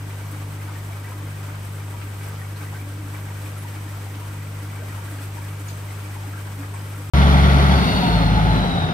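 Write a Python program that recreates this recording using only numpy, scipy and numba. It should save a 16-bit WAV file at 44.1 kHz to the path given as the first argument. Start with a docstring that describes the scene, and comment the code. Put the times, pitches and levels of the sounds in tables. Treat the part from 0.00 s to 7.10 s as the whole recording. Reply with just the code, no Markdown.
"""A quiet room with a large aquarium running. Its pumps hum at twice the mains rate and beat slowly
against each other. The drain pipe rumbles and gulps air. Water spills down the overflow as a dense
trickle of ringing bubbles, with small splashes and larger plops standing out. Off to the right, fine
spray fizzes and foam spits as tiny bubbles burst at the surface."""
import sys
import numpy as np
from scipy import signal
from scipy.fft import rfft, irfft
from scipy.io import wavfile
from numba import njit

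SR = 44100
rng = np.random.default_rng(int(sys.argv[2]) if len(sys.argv) > 2 else 0)


def output_pcm(signal):
    """Save a mono or channel-first signal as 16-bit PCM at the path in sys.argv[1].

    Samples are clipped to [-1, 1] before scaling.
    """
    pcm = np.clip(np.atleast_2d(signal).T, -1, 1) * 32767
    wavfile.write(sys.argv[1], SR, np.round(pcm).astype(np.int16))


N = 313110
TIME = np.arange(N) / SR
BIN_HZ = np.maximum(np.arange(N // 2 + 1) * SR / N, 1)


def from_db(db):
    """Decibels to gain."""
    return 10 ** (np.asarray(db) / 20)


def unit_rms(x):
    """Scale to unit rms."""
    return x / np.sqrt(np.mean(x ** 2) + 1e-20)


def curve(points):
    """Draw a table across the spectrum on a log-frequency axis."""
    hz, values = np.transpose(points)
    return np.interp(np.log(BIN_HZ), np.log(hz), values)


def equalise(x, eq):
    """Filter by a table of (frequency [Hz], gain [dB])."""
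    return irfft(rfft(x) * from_db(curve(eq)), N)


def drift(rate_hz):
    """A random wander of unit rms, mostly slower than rate_hz."""
    return unit_rms(irfft(rfft(rng.standard_normal(N)) / (1 + (BIN_HZ / rate_hz) ** 2), N))


def add(track, time_s, sound):
    """Mix a short sound into a track."""
    start = max(int(time_s * SR), 0)
    track[start:start + len(sound)] += sound[:max(N - start, 0)]


def resonate(drive, hz, t60_s):
    """A resonator: each sample of the drive sets off a decaying sine."""
    decay, angle = from_db(-60 / (t60_s * SR)), 2 * np.pi * hz / SR
    return signal.lfilter([0, np.sin(angle)], [1, -2 * decay * np.cos(angle), decay ** 2], drive + 1e-18)


# How alike the water sounds at the two ears: (frequency [Hz], correlation [0-1])
EAR_LIKENESS = [(150, 0.95), (300, 0.63), (450, 0.66), (680, 0.45), (930, 0.7), (1500, 0.17), (2400, 0.25),
                (3600, 0.28), (6500, 0.22), (15000, 0.2)]
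# Where the water leans: (frequency [Hz], left minus right [dB])
EAR_BALANCE = [(250, 0), (420, 2.5), (950, 3), (1500, 1.5), (2000, 0), (3300, 0), (5000, 2.5), (7000, 1.5),
               (9000, 13)]
def spread(pair):
    """Blend two unrelated signals into stereo of unit rms: alike in the bass, diffuse above."""
    mid, side = rfft(pair)
    alike = np.clip(curve(EAR_LIKENESS), 0, 1)
    sign = np.array([[1], [-1]])
    ears = np.sqrt(1 + alike) * mid + sign * np.sqrt(1 - alike) * side
    return unit_rms(irfft(ears * from_db(sign * curve(EAR_BALANCE) / 2), N))


def room(x, wet_db, t60_s=.25):
    """The room's reflections alone: a short diffuse tail, different at each ear."""
    t = TIME[:SR // 2]
    tail = rng.standard_normal((2, len(t))) * from_db(-60 * t / t60_s) * (t > .003)
    tail /= np.sqrt(np.sum(tail ** 2, axis=1, keepdims=True))
    return from_db(wet_db) * signal.fftconvolve(np.atleast_2d(x), tail, axes=1)[:, :N]


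@njit
def ring_bubbles(starts, cycles_per_sample, strengths, cycles, rise, length):
    """Each bubble is a sine that falls 60 dB over `cycles` while its pitch climbs by the share `rise`."""
    out = np.zeros(length)
    for start, step, strength in zip(starts, cycles_per_sample, strengths):
        for i in range(min(int(cycles / step), length - start)):
            turns = i * step
            age = turns / cycles
            envelope = (1 - np.exp(-turns)) * np.exp(-np.log(1000) * age)
            out[start + i] += strength * envelope * np.sin(2 * np.pi * turns * (1 + rise * age / 2))
    return out


def bubble_cloud(low_hz, high_hz, cycles, rise, scatter_db, count):
    """Bubbles of random moment, pitch and strength; high ones ring briefly, so they are struck harder."""
    when, pitch, luck = rng.random((count, 3)).T
    starts = (when * N).astype(np.int64)
    hz = (np.sqrt(low_hz) + pitch * (np.sqrt(high_hz) - np.sqrt(low_hz))) ** 2
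    strengths = from_db(-scatter_db * np.log(np.maximum(luck, .01))) * hz ** 1.25
    return unit_rms(ring_bubbles(starts, hz / SR, strengths, float(cycles), float(rise), N))


def single_bubbles(cues, swell_cycles):
    """Each cued bubble swells, rings out and glides in pitch as it nears the surface."""
    out = np.zeros(N)
    for time_s, peak_db, hz, cycles, rise in cues:
        turns = hz * TIME[:SR // 4]
        envelope = (1 - np.exp(-(turns / swell_cycles) ** 2)) * from_db(-60 * turns / cycles)
        phase = 2 * np.pi * turns * (1 + rise * turns / cycles / 2)
        add(out, time_s, from_db(peak_db) * envelope / envelope.max() * np.sin(phase))
    return out


# The main pump's drone: (harmonic [x mains rate], rms level before panning [dB])
HUM_HARMONICS = [(1, -56.8), (2, -31.3), (3, -44.6), (4, -56.5), (5, -62.5), (6, -63), (7, -64), (8, -62),
                 (12, -64), (14, -70), (16, -66)]
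# The waver of its third harmonic: (time [s], gain [dB])
THIRD_WAVER = [(0, 5.5), (0.16, -1.5), (0.27, 3.5), (0.55, 1.5), (1.08, -3), (1.22, 4.5), (1.45, 4.5),
               (1.95, -1), (2.1, -9), (2.22, 3), (2.85, 1.5), (3.0, -5), (3.08, 2), (3.9, 0), (4.0, -3),
               (4.27, -3), (4.38, 4), (5.05, -1.5), (5.7, 1), (6.4, -3.5), (6.6, 1), (7.1, 2.5)]
# A second motor running slightly fast:
# (speed [turns/s], harmonic [x speed], rms level before panning [dB], time of a beat's crest [s])
FAST_MOTORS = [(52.66, 1, -57, .16)]
def pumps(mains_hz=49.985):
    """Mains harmonics hum with a wavering third; the faster motor slides in and out of step and beats."""
    start_turns = {harmonic: rng.random() for harmonic, _ in HUM_HARMONICS}
    tremble_db = drift(10)
    waver = from_db(np.interp(TIME, *np.transpose(THIRD_WAVER)) + tremble_db)
    hum = np.zeros(N)
    for harmonic, db in HUM_HARMONICS:
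        turns = harmonic * mains_hz * TIME + start_turns[harmonic]
        hum += from_db(db) * np.sin(2 * np.pi * turns) * (waver if harmonic == 3 else 1)
    for hz, harmonic, db, in_step_s in FAST_MOTORS:
        lead_turns = (hz - mains_hz) * (TIME - in_step_s)
        turns = harmonic * (mains_hz * TIME + lead_turns) + start_turns[harmonic]
        hum += from_db(db) * np.sin(2 * np.pi * turns)
    return np.sqrt(2) * hum * from_db([[.35], [-.35]])


# The dark tone of flow in the pipes: (frequency [Hz], relative gain [dB])
RUMBLE_EQ = [(15, -25), (45, -10), (80, 3.5), (125, 2), (178, 0), (230, -2.5), (280, -2), (350, -7),
             (480, -9), (9000, -33)]
def drain():
    """Flow rumbles in the pipe, and swallowed air keeps its resonance throbbing."""
    rumble = spread(equalise(rng.standard_normal((2, N)), RUMBLE_EQ))
    throb = unit_rms(resonate(rng.standard_normal(N), hz=301.7, t60_s=.1))
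    return from_db(-43.5) * rumble + from_db(-51.5) * throb


# The overflow's swell about its usual level: (time [s], gain [dB])
FLOW_SWELL = [(0.0, -0.7), (0.4, 0.1), (0.57, -0.9), (0.7, 0), (1.0, 0.1), (1.2, -1.1), (1.55, 0.3),
              (1.9, -0.9), (2.3, 0.6), (2.52, -0.9), (2.65, 0.3), (2.85, -0.9), (3.02, -0.7), (3.13, 0.7),
              (3.25, -0.6), (3.45, 0.3), (4.15, 0.2), (4.43, -0.7), (4.8, 0.3), (6.7, 0.3), (7.1, -0.5)]
def flow_surge_db():
    """The overflow swells and slackens a little, with small random surges on top."""
    return np.interp(TIME, *np.transpose(FLOW_SWELL)) + .77 * drift(17)


# Hollow air resonances of the overflow box: (frequency [Hz], width [Hz], boost [dB])
BOX_RESONANCES = [(506, 11, 2.5), (935, 70, 3.5), (1150, 16, 6), (1247, 14, 5.5), (1385, 80, 4.5),
                  (1582, 70, 5), (1960, 45, 3), (2255, 60, 4.5), (2480, 80, 5), (2700, 30, 2),
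                  (3060, 60, 4)]
def overflow_box(x):
    """Each resonance of the box lifts a narrow band and lets it ring on."""
    for hz, width_hz, boost_db in BOX_RESONANCES:
        band = signal.lfilter(*signal.iirpeak(hz, hz / width_hz, fs=SR), x)
        x = x + (from_db(boost_db) - 1) * band
    return x


# The tone of falling water: (frequency [Hz], relative gain [dB])
WATER_EQ = [(200, -17), (380, 3), (500, 3), (720, 1), (940, 1.4), (1120, 1.5), (1450, -0.5), (1900, -1),
            (2450, -3.5), (3200, -4.5), (4200, -8.5), (6800, -8.5), (9000, -22.5), (15000, -94)]
def trickle(surge_db):
    """The overflow: bubbles that linger in the room and a soft wash, both swelling with the flow."""
    cloud = np.array([bubble_cloud(330, 2350, cycles=60, rise=.06, scatter_db=2.2, count=1700)
                      for ear in range(2)])
    clusters = from_db(1.1 * drift(14) + drift(5))  # bubbles are dragged under in clusters
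    boxed = overflow_box(cloud * clusters)
    bubbles = spread(equalise(boxed + room(boxed, wet_db=-3), WATER_EQ))
    wash = spread(equalise(overflow_box(rng.standard_normal((2, N))), WATER_EQ))
    return from_db(-45 + surge_db) * (from_db(-3.5) * bubbles + from_db(1.9) * wash)


# The bright sheen of fine spray: (frequency [Hz], relative gain [dB])
SPRAY_EQ = [(5000, -97), (7000, -5), (7800, 1.3), (8500, 0.8), (9100, -1.5), (10200, -1.3), (11500, -3.5),
            (14000, -3.3), (16000, -3)]
def spray(surge_db):
    """Tiny bubbles burst at the surface in a flickering fizz, louder as the flow surges."""
    bursts = bubble_cloud(6000, 16000, cycles=16, rise=.05, scatter_db=1.2, count=70000)
    flicker_db = .3 * drift(4) + .5 * drift(14) + .2 * drift(70)
    return from_db(-48 + 1.2 * surge_db + flicker_db) * unit_rms(equalise(bursts, SPRAY_EQ))


def off_to_the_right(x, lag_s=.00036):
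    """The sound reaches the right ear first, with a trace of the room."""
    left = np.pad(x, (round(lag_s * SR), 0))[:N]
    return np.array([left, x]) + room(x, wet_db=-33.5)


# Small splashes: (time [s], level before envelope and panning [dB], pitch [Hz], 60 dB decay [s])
SPLASH_CUES = [(0.1, -43, 2400, 0.16), (0.333, -38, 1590, 0.15), (0.68, -39, 1200, 0.2),
               (0.885, -38, 950, 0.16), (0.912, -41, 1990, 0.14), (1.482, -40, 1160, 0.3),
               (1.54, -40, 1350, 0.2), (2.013, -33.5, 2200, 0.092), (2.21, -42, 1950, 0.2),
               (2.262, -42, 550, 0.3), (2.345, -46, 4500, 0.16), (2.556, -46, 4200, 0.16),
               (2.59, -39, 1750, 0.13), (3.131, -36.5, 1100, 0.15), (3.675, -40, 2570, 0.12),
               (3.755, -38, 1200, 0.17), (4.14, -41, 2900, 0.12), (4.72, -42, 1400, 0.5),
               (4.92, -40, 1250, 0.2), (5.18, -43, 2200, 0.22), (5.478, -42, 2500, 0.14),
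               (5.66, -39, 1500, 0.21), (5.68, -39.5, 4100, 0.18), (5.995, -42, 2700, 0.17),
               (6.326, -38.5, 1350, 0.19), (6.468, -36.5, 1200, 0.13), (6.62, -36.5, 1530, 0.22),
               (6.737, -34, 1080, 0.16)]
def splashes(swell_s=.006):
    """A lump of falling water breaks into a brief gurgle of short-lived bubbles."""
    out, t = np.zeros((2, N)), TIME[:SR // 3]
    froth = [bubble_cloud(300, 8000, cycles=26, rise=.1, scatter_db=1.5, count=26000) for ear in out]
    for time_s, db, hz, t60_s in SPLASH_CUES:
        band = signal.butter(2, [hz * .64, hz * 1.2], "band", fs=SR, output="sos")
        envelope = (1 - np.exp(-t / swell_s)) * from_db(db - 60 * t / t60_s)
        for ear, bubbles in zip(out, froth):
            gurgle = signal.sosfilt(band, bubbles[int(time_s * SR):][:len(t)])
            add(ear, time_s, envelope * unit_rms(gurgle))
    return out * from_db([[.5], [-1.5]])


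# Throaty gulps in the drain: (time [s], peak level [dB], pitch [Hz])
GULP_CUES = [(0.31, -40, 297), (0.44, -42, 300), (0.537, -41, 296), (0.637, -42, 300), (1.142, -39.5, 297),
             (1.225, -40.5, 313), (1.482, -41, 300), (2.022, -41, 295), (2.232, -42, 300),
             (2.512, -41, 300), (2.597, -39, 290), (2.815, -38, 294), (2.86, -36, 293), (2.976, -34.5, 301),
             (3.041, -38, 290), (3.122, -41, 297), (3.232, -42, 300), (3.752, -39, 308), (3.832, -40, 300),
             (4.145, -36.5, 285), (4.372, -42, 295), (4.615, -40, 297), (5.112, -38, 290),
             (5.195, -39.5, 285), (5.48, -42, 300), (5.592, -41, 298), (6.02, -42, 300), (6.264, -42, 282),
             (6.586, -31.5, 283), (6.962, -42, 295)]
def gulps(cycles=42, rise=.04):
    """The drain swallows air; every gulp rings the same air pocket."""
    cues = [(time_s, peak_db, hz, cycles, rise) for time_s, peak_db, hz in GULP_CUES]
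    return single_bubbles(cues, swell_cycles=4.5)


# Plop accents: (time [s], peak before room and ear gains [dB], pitch [Hz], ring [cycles], rise [share])
PLOP_CUES = [(0.412, -36, 1152, 45, .04), (0.615, -41, 2500, 80, .04), (0.684, -35, 950, 36, .06),
             (0.756, -38, 1810, 60, .04), (0.903, -39, 655, 30, .06), (0.966, -39, 1230, 70, .02),
             (1.935, -34, 943, 39, .06), (2.016, -38, 2620, 80, .04), (2.414, -34, 1890, 70, .05),
             (2.243, -41, 5520, 90, .06), (2.56, -40, 4090, 90, .06), (3.301, -35, 900, 36, .06),
             (3.458, -38, 2390, 88, .04), (3.563, -35, 1335, 36, .06), (3.645, -33, 900, 40, .06),
             (3.931, -38, 1250, 40, .06), (4.062, -39, 770, 36, .06), (4.149, -39, 3020, 90, .03),
             (4.214, -34.5, 968, 40, .06), (4.758, -36, 2280, 75, .04), (4.792, -37, 450, 24, .1),
             (4.82, -33, 605, 22, .12), (4.834, -39, 690, 26, .3), (4.976, -33.5, 905, 36, .06),
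             (4.982, -37, 1370, 45, .06), (5.079, -35, 1575, 55, .05), (5.177, -43, 4490, 90, .06),
             (5.367, -33.5, 920, 36, .06), (5.377, -36, 1690, 55, .04), (5.597, -40, 6970, 110, .02),
             (5.683, -33.5, 6740, 260, -.04), (5.728, -43, 6260, 200, -.04), (6.161, -33.5, 885, 38, .06),
             (6.235, -38, 825, 36, .06), (6.332, -34, 1305, 45, .06), (6.336, -34, 1560, 40, .1),
             (6.376, -36, 1575, 55, .05), (6.736, -36, 905, 38, .06), (6.795, -43, 5040, 90, .06),
             (6.944, -36, 1370, 50, .05)]
def plops():
    """Single bubbles ring out above the trickle and into the room, a little to the left."""
    bubbles = single_bubbles(PLOP_CUES, swell_cycles=3.5)
    return (bubbles + room(bubbles, wet_db=-1)) * from_db([[-2], [-4.3]])


# Crisp spits of foam: (time [s], first tick's peak level [dB], pitch [Hz], length [s])
SPIT_CUES = [(0.5214, -31, 14600, .01), (2.23, -32, 10800, .02), (2.239, -47, 5670, 0.027),
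             (2.287, -29, 14200, .012), (3.556, -33, 8010, .004), (3.583, -29, 10300, 0.056),
             (6.7403, -31, 8300, .055)]
def spits(gap_s=.0055, fade_db=9, pitch_scatter=.05, cycles=24):
    """Foam collapses in a fading run of sharp ticks, unevenly spaced and scattered in pitch."""
    ticks = []
    for time_s, peak_db, hz, length_s in SPIT_CUES:
        gaps = rng.uniform(.5, 1.5, 24)
        pitches_hz = hz * (1 + pitch_scatter * rng.standard_normal(24))
        for age_s, tick_hz in zip(gap_s * (np.cumsum(gaps) - gaps[0]), pitches_hz):
            if age_s < length_s:
                ticks.append((time_s + age_s, peak_db - fade_db * age_s / length_s, tick_hz, cycles, 0))
    return single_bubbles(ticks, swell_cycles=1)


def scene():
    """A low bed of pumps and drain; above it one unsteady flow drives both trickle and spray."""
    surge_db = flow_surge_db()
    spatter = splashes()
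    bed = pumps() + drain() + gulps()
    overflow = trickle(surge_db) + spatter + plops()
    surface = off_to_the_right(spray(surge_db) + spits())
    return bed + overflow + surface


def record(dry):
    """A steep low-pass cuts the treble above 15.5 kHz."""
    return signal.sosfilt(signal.ellip(10, .1, 80, 15500, fs=SR, output="sos"), dry)


dry = scene()
out = record(dry)
output_pcm(out)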